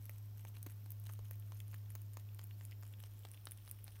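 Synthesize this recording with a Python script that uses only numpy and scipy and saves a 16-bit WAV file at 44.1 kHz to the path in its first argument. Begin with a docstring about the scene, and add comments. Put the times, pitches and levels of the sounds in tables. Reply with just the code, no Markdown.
"""A rabbit chews hay close by, in a quiet room with a low machine hum and faint hiss.
From the start fibres grind and snap, and the teeth meet four to five times a second; the hard floor
echoes every click at once. From 0.5 s the mouth pops softly between knocks; at 2.5 s, a tiny squeak.
From 2.7 s the head dips into a basket: leaves rustle and the floor echo comes sooner."""
import sys
import numpy as np
from scipy import signal
from scipy.fft import rfft, irfft
from scipy.io import wavfile
from scipy.ndimage import map_coordinates

SR = 44100
rng = np.random.default_rng(int(sys.argv[2]) if len(sys.argv) > 2 else 0)


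def log_audio(samples):
    """Write samples as a 16-bit WAV file to the path given in sys.argv[1]."""
    # one column per channel
    frames = np.atleast_2d(samples).T
    # limit to full scale, then quantise
    limited = np.clip(frames, -1, 1)
    pcm = np.round(limited * 32767).astype(np.int16)
    wavfile.write(sys.argv[1], SR, pcm)


N = 176400


def amp(db):
    """Decibels to gain."""
    return 10 ** (np.asarray(db) / 20)


def unit(x):
    """Scale to rms 1."""
    return x / np.sqrt(np.mean(x ** 2) + 1e-20)


def spectrum_db(colour, hz):
    """Interpolate (frequency [Hz], level [dB]) points on a log-frequency axis."""
    points_hz, db = np.transpose(colour)
    return np.interp(np.log(hz + 1), np.log(points_hz + 1), db)


def add(mix, start_s, sound):
    """Mix a sound in at start_s."""
    part = mix[max(0, round(start_s * SR)):][:len(sound)]
    part += sound[:len(part)]


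def shaped_noise(gain):
    """Noise with the given gain per frequency bin, rms 1."""
    return unit(irfft(rfft(rng.standard_normal(N)) * gain, N))


def drift(hz):
    """Slow random wander, rms 1."""
    return shaped_noise(np.exp(-(np.fft.rfftfreq(N, 1 / SR) / hz) ** 2))


def click(*colours, size=1024):
    """Minimum-phase impulse with the sum of the given dB spectra."""
    hz = abs(np.fft.fftfreq(size, 1 / SR))
    log_gain = np.log(amp(sum(spectrum_db(colour, hz) for colour in colours)))
    spectrum = np.exp(np.conj(signal.hilbert(log_gain)))
    return np.fft.ifft(spectrum).real[:size // 2]


def crumble(sound, share, decay_s):
    """Spread a share of a click's energy into a dying spray of tiny fractures, thin in the bass."""
    t = np.arange(SR // 50) / SR
    spray = rng.standard_normal(len(t)) * np.exp(-t / decay_s)
    spray[0] = 0
    spray = signal.sosfilt(signal.butter(2, 1500, "highpass", fs=SR, output="sos"), spray)
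    spray *= np.sqrt(share) / np.linalg.norm(spray)
    spray[0] = np.sqrt(1 - share)  # direct click
    return signal.fftconvolve(sound, spray)


def crackle(colour, per_s, spread_db):
    """Random tiny fractures of uneven size, rms 1; each stalk thickness stresses its own band."""
    stalks_hz, lift_db, relative_width = np.geomspace(1500, 13500, 10), 14, 0.2
    sizes = amp(spread_db * np.minimum(rng.exponential(1, N), 3)) * rng.choice([-1, 1], N)
    fractures = sizes * (rng.random(N) < per_s / SR)
    kind = rng.integers(0, len(stalks_hz), N)
    hz = np.fft.rfftfreq(1024, 1 / SR)
    out = np.zeros(N)
    for k, stalk_hz in enumerate(stalks_hz):
        band_db = lift_db / (1 + ((hz / stalk_hz - 1) / relative_width) ** 2)
        grain = click(colour, np.column_stack([hz, band_db]))
        out += signal.oaconvolve(fractures * (kind == k), grain)[:N]
    return unit(out)


def hum():
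    """Low, nearly pure machine hum, slowly sagging in pitch, with two weak wavering lines."""
    # main line: (time [s], level [dB])
    envelope = [(0.0, -50.5), (0.81, -50.5), (1.1, -47.5), (2.03, -49), (2.17, -50), (2.71, -49.5),
                (3.39, -55.5), (4.0, -54)]
    # weak lines: (frequency [Hz], level re main line [dB])
    lines = [(176.5, -28.5), (205.4, -36)]
    start_hz, sag_hz_per_s = 103.7, 0.45
    def tone(hz, db):
        return np.sqrt(2) * amp(db) * np.sin(2 * np.pi * np.cumsum(hz) / SR)
    t = np.arange(N) / SR
    level_db = np.interp(t, *np.transpose(envelope))
    out = tone(start_hz - sag_hz_per_s * t + 0.13 * drift(hz=6.2), level_db + 0.25 * drift(hz=8.3))
    for hz, db in lines:
        out += tone(hz + 1.4 * drift(hz=4.4), level_db + db + 2 * drift(hz=4.7))
    return out


def room_tone():
    """Steady room noise with a thin high hiss and three soft low thuds."""
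    # room noise: (frequency [Hz], relative density [dB])
    air_colour = [(22, -20), (42, 7.5), (62, 2), (90, 6), (140, -3.5), (250, -7), (500, -13.5),
                  (1000, -17.5), (2000, -23), (3300, -23.5), (4800, -25), (5400, -21), (6000, -26),
                  (7500, -28), (10000, -30.5), (12200, -23.5), (13400, -21.5), (15000, -19), (15800, -21.5),
                  (16000, -98)]
    # thuds: (centre [s], half-width [s], level [dB])
    thuds = [(1.21, 0.03, -57), (3.694, .08, -63), (3.89, 0.081, -65)]
    # thud spectrum: (frequency [Hz], relative density [dB])
    thud_colour = [(22, -21), (40, 7), (60, -4), (100, -4), (200, -69), (800, -65)]
    air_db, hiss_db, hiss_hz, half_width_hz = -66, -76, 13880, 300
    hz, t = np.fft.rfftfreq(N, 1 / SR), np.arange(N) / SR
    hiss = amp(hiss_db) * shaped_noise(1 / (1 + ((hz - hiss_hz) / half_width_hz) ** 2))
    air = amp(air_db) * shaped_noise(amp(spectrum_db(air_colour, hz)))
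    thud_gain = sum(amp(db) * np.exp(-((t - at_s) / half_s) ** 2) for at_s, half_s, db in thuds)
    return air + hiss + thud_gain * shaped_noise(amp(spectrum_db(thud_colour, hz)))


def grinding():
    """Hay crackles faintly throughout and swells under each stroke of the jaw."""
    # jaw strokes: (centre [s], length [s], level before lift_db [dB])
    strokes = [(0.078, 0.12, -79), (0.392, 0.041, -79), (0.478, 0.019, -76), (0.565, 0.037, -75),
               (0.705, 0.033, -75), (1.061, 0.012, -70), (1.122, 0.075, -78.5), (1.267, 0.029, -75.5),
               (1.335, 0.022, -80.5), (1.546, 0.091, -81), (1.68, 0.013, -75), (1.751, 0.056, -79),
               (1.908, 0.02, -72.5), (1.986, 0.013, -76), (2.134, 0.014, -75.5), (2.201, 0.019, -79.5),
               (2.335, 0.029, -80.5), (2.434, 0.015, -78.5), (2.623, 0.068, -82), (2.712, 0.016, -71),
               (2.868, 0.03, -77.5), (2.933, 0.009, -77), (3.001, 0.0078, -71.5), (3.064, 0.013, -76.5),
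               (3.276, 0.031, -78), (3.343, 0.015, -74.5), (3.675, 0.051, -77), (3.882, 0.044, -75.5),
               (3.972, 0.049, -80)]
    # hay fracture spectrum: (frequency [Hz], gain [dB])
    hay_colour = [(200, -28), (900, -1.5), (3000, -2), (4600, -8.5), (7000, -5.5), (9000, -4.5),
                  (11000, -0.5), (13200, 3), (16000, -21)]
    idle_db, lift_db = -79.5, 11
    t = np.arange(N) / SR
    power = np.full(N, amp(idle_db) ** 2)
    for at_s, length_s, db in strokes:
        power += amp(db + lift_db) ** 2 * np.exp(-(2 * (t - at_s) / length_s) ** 2)
    return np.sqrt(power) * crackle(hay_colour, per_s=1400, spread_db=9)


def snaps():
    """Single brittle fibres break with short bright ticks."""
    # breaks: (time [s], gain [dB], extra at 10 kHz [dB], extra up to 6.5 kHz [dB])
    breaks = [(0.0557, -25.0, 6.5, -9.5), (0.0631, -35.0, 1.0, 1.5), (0.0954, -21.0, -4.5, -18.0),
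              (0.1833, -33.0, 5.0, -1.5), (0.4509, -30.0, 1.5, -9.0), (0.4791, -31.0, -2.5, -9.5),
              (0.4898, -25.5, -4.5, -24.5), (0.6291, -22.0, 10.0, -6.0), (0.666, -19.0, -1.5, -24.0),
              (0.7062, -27.5, -5.5, -12.0), (0.9055, -19.5, 0.5, -14.5), (0.9197, -18.5, -6.5, -12.0),
              (0.9991, -23.5, -6.5, -27.0), (1.0401, -34.0, 11.0, -6.0), (1.0686, -25.5, -3.5, -13.5),
              (1.1227, -28.5, 1.0, -16.5), (1.1362, -24.0, -3.5, -5.0), (1.3109, -18.0, -10.0, -18.5),
              (1.3564, -29.5, -11.5, -10.5), (1.3987, -29.0, 0.5, -11.5), (1.6029, -26.0, 3.5, 3.0),
              (1.7138, -30.0, -8.0, -3.0), (1.7469, -28.0, -8.0, -14.0), (1.9531, -16.0, -9.0, -17.0),
              (2.0184, -31.0, 5.0, -6.5), (2.1716, -28.5, 0.5, -22.5), (2.3472, -30.5, 5.5, -2.5),
              (2.3896, -26.0, -14.0, -7.0), (2.4413, -22.5, 0.0, -20.0), (2.4719, -28.5, -7.0, -22.0),
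              (2.6519, -26.0, 9.5, -5.0), (2.812, -30.0, -11.0, -33.0), (3.0284, -31.5, 1.5, -5.0),
              (3.1925, -36.0, 10.0, -6.0), (3.2874, -37.0, 10.0, 5.5), (3.3157, -28.5, 11.0, -3.0),
              (3.4553, -24.5, 11.0, -4.0), (3.4879, -38.0, 11.0, 0.5), (3.5111, -26.5, 11.0, -1.5),
              (3.5196, -22.0, 11.0, -9.0), (3.5755, -33.5, 9.5, -0.5), (3.6915, -27.5, 3.0, -9.0),
              (3.6982, -30.5, 7.5, -10.5), (3.7131, -17.0, 9.0, -6.0), (3.8428, -23.5, 9.0, -19.0)]
    # tick spectrum: (frequency [Hz], gain [dB])
    fibre_colour = [(200, -24), (1500, -9), (3000, -5.5), (4200, -11), (6500, -5.5), (10000, -9.5),
                    (13300, -1.5), (16500, -5)]
    out = np.zeros(N)
    for at_s, db, mid_db, low_db in breaks:
        tick = click(fibre_colour, [(6500, low_db), (9200, mid_db), (11000, mid_db), (13300, 0)])
        add(out, at_s, amp(db) * crumble(tick, share=0.25, decay_s=0.0008))
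    return out


def teeth():
    """Teeth knock once a chew, sometimes twice, coloured by the mouth's resonance."""
    # knocks: (time [s], gain [dB], extra at 2 kHz [dB], at 3.4 kHz [dB], at 6.5 kHz [dB], mouth [Hz])
    knocks = [(0.095, -27, 6, -6.0, -3.5, 604), (0.451, -23.5, -1.5, -13, -10, 850.0),
              (0.5689, -34, 1.5, 9, -4, 1440.0), (0.6639, -24, -2, -1.5, -5.5, 397),
              (0.6694, -26.5, 2, -5, -8.5, 380.0), (0.8611, -34, 0, 0, 0, 790.0),
              (1.0635, -41.5, 4, 13, 9, 2400.0), (1.068, -37, 4, 12, 7, 740.0),
              (1.0933, -32.0, 8, -5.5, 0, 1120.0), (1.0979, -27.0, -1, -9.0, -15, 1200.0),
              (1.1917, -25.5, -11.0, -8.0, -8.5, 440.0), (1.3114, -27.5, 3.5, -6, 0.5, 520.0),
              (1.521, -27, -2, 0, -3.5, 1070), (1.7305, -36, 4.5, -3, -11, 970.0),
              (1.736, -33.0, 0, -5, -5.5, 1080.0), (1.7431, -29, 6.0, -2, -2, 1170),
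              (1.9529, -28.5, -2, -2, 3.5, 1050.0), (1.9575, -30, 3, -4, -3, 1050),
              (2.171, -20, -3, -9, -4.5, 1080), (2.3931, -26, 2, 1, -3, 1080),
              (2.4148, -36.0, 3, -3, 3, 940.0), (2.6109, -33, 5.5, 3, -4, 1020.0),
              (2.8265, -35, 4.5, -3.5, -1, 1300.0), (2.8334, -29.0, -3, -8, -1.5, 1300.0),
              (3.0379, -28, 0.5, 5.0, -1, 1070.0), (3.2512, -23, -1, -0.5, -6, 640.0),
              (3.2537, -28.5, -3, 6, -18, 676), (3.4707, -21, 0.5, 10.5, -5.5, 1370),
              (3.6776, -32, 5, 6, 0.0, 1170), (3.88, -31, 4, 8.5, -1, 750.0)]
    # knock spectrum: (frequency [Hz], gain [dB])
    tooth_colour = [(80, -42), (230, 1), (400, 4.5), (620, 5), (1100, 2), (1800, 0.5), (3000, -1),
                    (4800, -4), (6500, -2), (9000, -7), (16000, -8.5)]
    mouth_db, half_width_octaves = 7, 0.25
    hz = np.geomspace(100, 8000, 120)
    out = np.zeros(N)
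    for at_s, db, body_db, mid_db, high_db, mouth_hz in knocks:
        resonance_db = mouth_db / (1 + (np.log2(hz / mouth_hz) / half_width_octaves) ** 2)
        tilt = [(1100, 0), (1700, body_db), (2400, body_db), (3400, mid_db), (6500, high_db)]
        knock = click(tooth_colour, np.column_stack([hz, resonance_db]), tilt)
        add(out, at_s, amp(db) * crumble(knock, share=0.3, decay_s=0.0018))
    return out


def mouth_pops():
    """The opening mouth pops wetly in a band around 3 kHz."""
    # pops: (time [s], relative level [dB])
    pops = [(0.4707, -37), (1.424, -38), (1.6031, -28), (1.8596, -37), (2.2893, -37.5), (2.5097, -30),
            (2.721, -30.5), (2.727, -32), (2.938, -29.5), (3.002, -31.5), (3.3743, -31.5), (3.5196, -32),
            (3.5855, -36), (3.789, -36.5), (3.957, -35)]
    # pop spectrum: (frequency [Hz], gain [dB])
    pop_colour = [(200, 0), (1300, -9), (2000, 2), (2700, 3.5), (3500, 2), (4400, -18), (8000, -17),
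                  (16000, -18)]
    out = np.zeros(N)
    for at_s, db in pops:
        add(out, at_s, amp(db + 1) * crumble(click(pop_colour), share=0.57, decay_s=0.0017))
    return out


def jaw_bump(at_s=0.6655, level_db=-43.5):
    """The jaw bumps once, dully, in two damped modes."""
    # jaw modes: (frequency [Hz], relative level [dB], T60 [s])
    modes = [(300, 0, .026), (930, -12, .015)]
    t = np.arange(SR // 10) / SR
    out = np.zeros(N)
    for hz, db, t60_s in modes:
        add(out, at_s, amp(level_db + db - 60 * t / t60_s) * np.sin(2 * np.pi * hz * t))
    return out


def squeak(at_s=2.515, length_s=0.045, peak_hz=4400, peak_db=-77):
    """Tiny squeak between two chews; pitch and level rise and fall together."""
    arch = np.sin(np.pi * np.arange(0, length_s, 1 / SR) / length_s)
    hz = peak_hz * (1 + 0.054 * (arch - 1))
    out = np.zeros(N)
    add(out, at_s, amp(peak_db) * arch * np.sin(2 * np.pi * np.cumsum(hz) / SR))
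    return out


def rustle():
    """Leaves crinkle unevenly against the head as it dips into the basket."""
    # brushing: (time [s], level [dB])
    envelope = [(2.7, -85), (2.88, -74), (3.1, -76), (3.3, -73), (3.42, -78), (3.515, -71), (3.58, -78),
                (3.71, -77), (4, -78)]
    # leaf fracture spectrum: (frequency [Hz], gain [dB])
    leaf_colour = [(300, -16), (1100, -3), (2000, -5), (3250, 6), (4900, -12), (5900, -3), (7800, -5),
                   (9700, -1), (12500, -5), (15500, -5)]
    level_db = np.interp(np.arange(N) / SR, *np.transpose(envelope)) + 2.5 * drift(hz=30)
    return amp(level_db) * crackle(leaf_colour, per_s=1400, spread_db=8)


def floor_and_room(direct):
    """The hard floor reflects the treble at once; a faint room tail follows."""
    # floor echo, sooner as the head dips: (time [s], delay [s])
    delays = [(0, 0.0005), (2.95, 0.00041), (3.3, 0.000208), (4, 0.00021)]
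    echo_gain, echo_above_hz = 0.7, 5100
    tail_db, t60_s, rise_s = -13.5, 0.073, 0.0056
    t = np.arange(N) / SR
    delay_s = np.interp(t, *np.transpose(delays))
    treble = signal.sosfiltfilt(signal.butter(2, echo_above_hz, "highpass", fs=SR, output="sos"), direct)
    echo = map_coordinates(treble, [np.arange(N) - SR * delay_s], order=3)
    near = (direct + echo_gain * echo) / np.hypot(1, echo_gain)
    age_s = t[:SR // 2]
    tail = rng.standard_normal(len(age_s)) * amp(-60 * age_s / t60_s) * np.minimum(age_s / rise_s, 1)
    return near + amp(tail_db) * signal.oaconvolve(near, tail / np.linalg.norm(tail))[:N]


def scene():
    """The chewing rabbit in the humming room, mono."""
    rabbit = teeth() + jaw_bump() + snaps() + mouth_pops() + grinding() + rustle() + squeak()
    return (floor_and_room(rabbit) + hum() + room_tone())[None]


def record(dry):
    """Low cut and band limit."""
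    low_hz, high_hz = 33, 16600
    dry = signal.sosfilt(signal.butter(4, low_hz, "highpass", fs=SR, output="sos"), dry)
    lowpass = signal.firwin(401, high_hz, window=("kaiser", 9), fs=SR)
    return signal.oaconvolve(dry, lowpass[None], "same")


dry = scene()
out = record(dry)
log_audio(out)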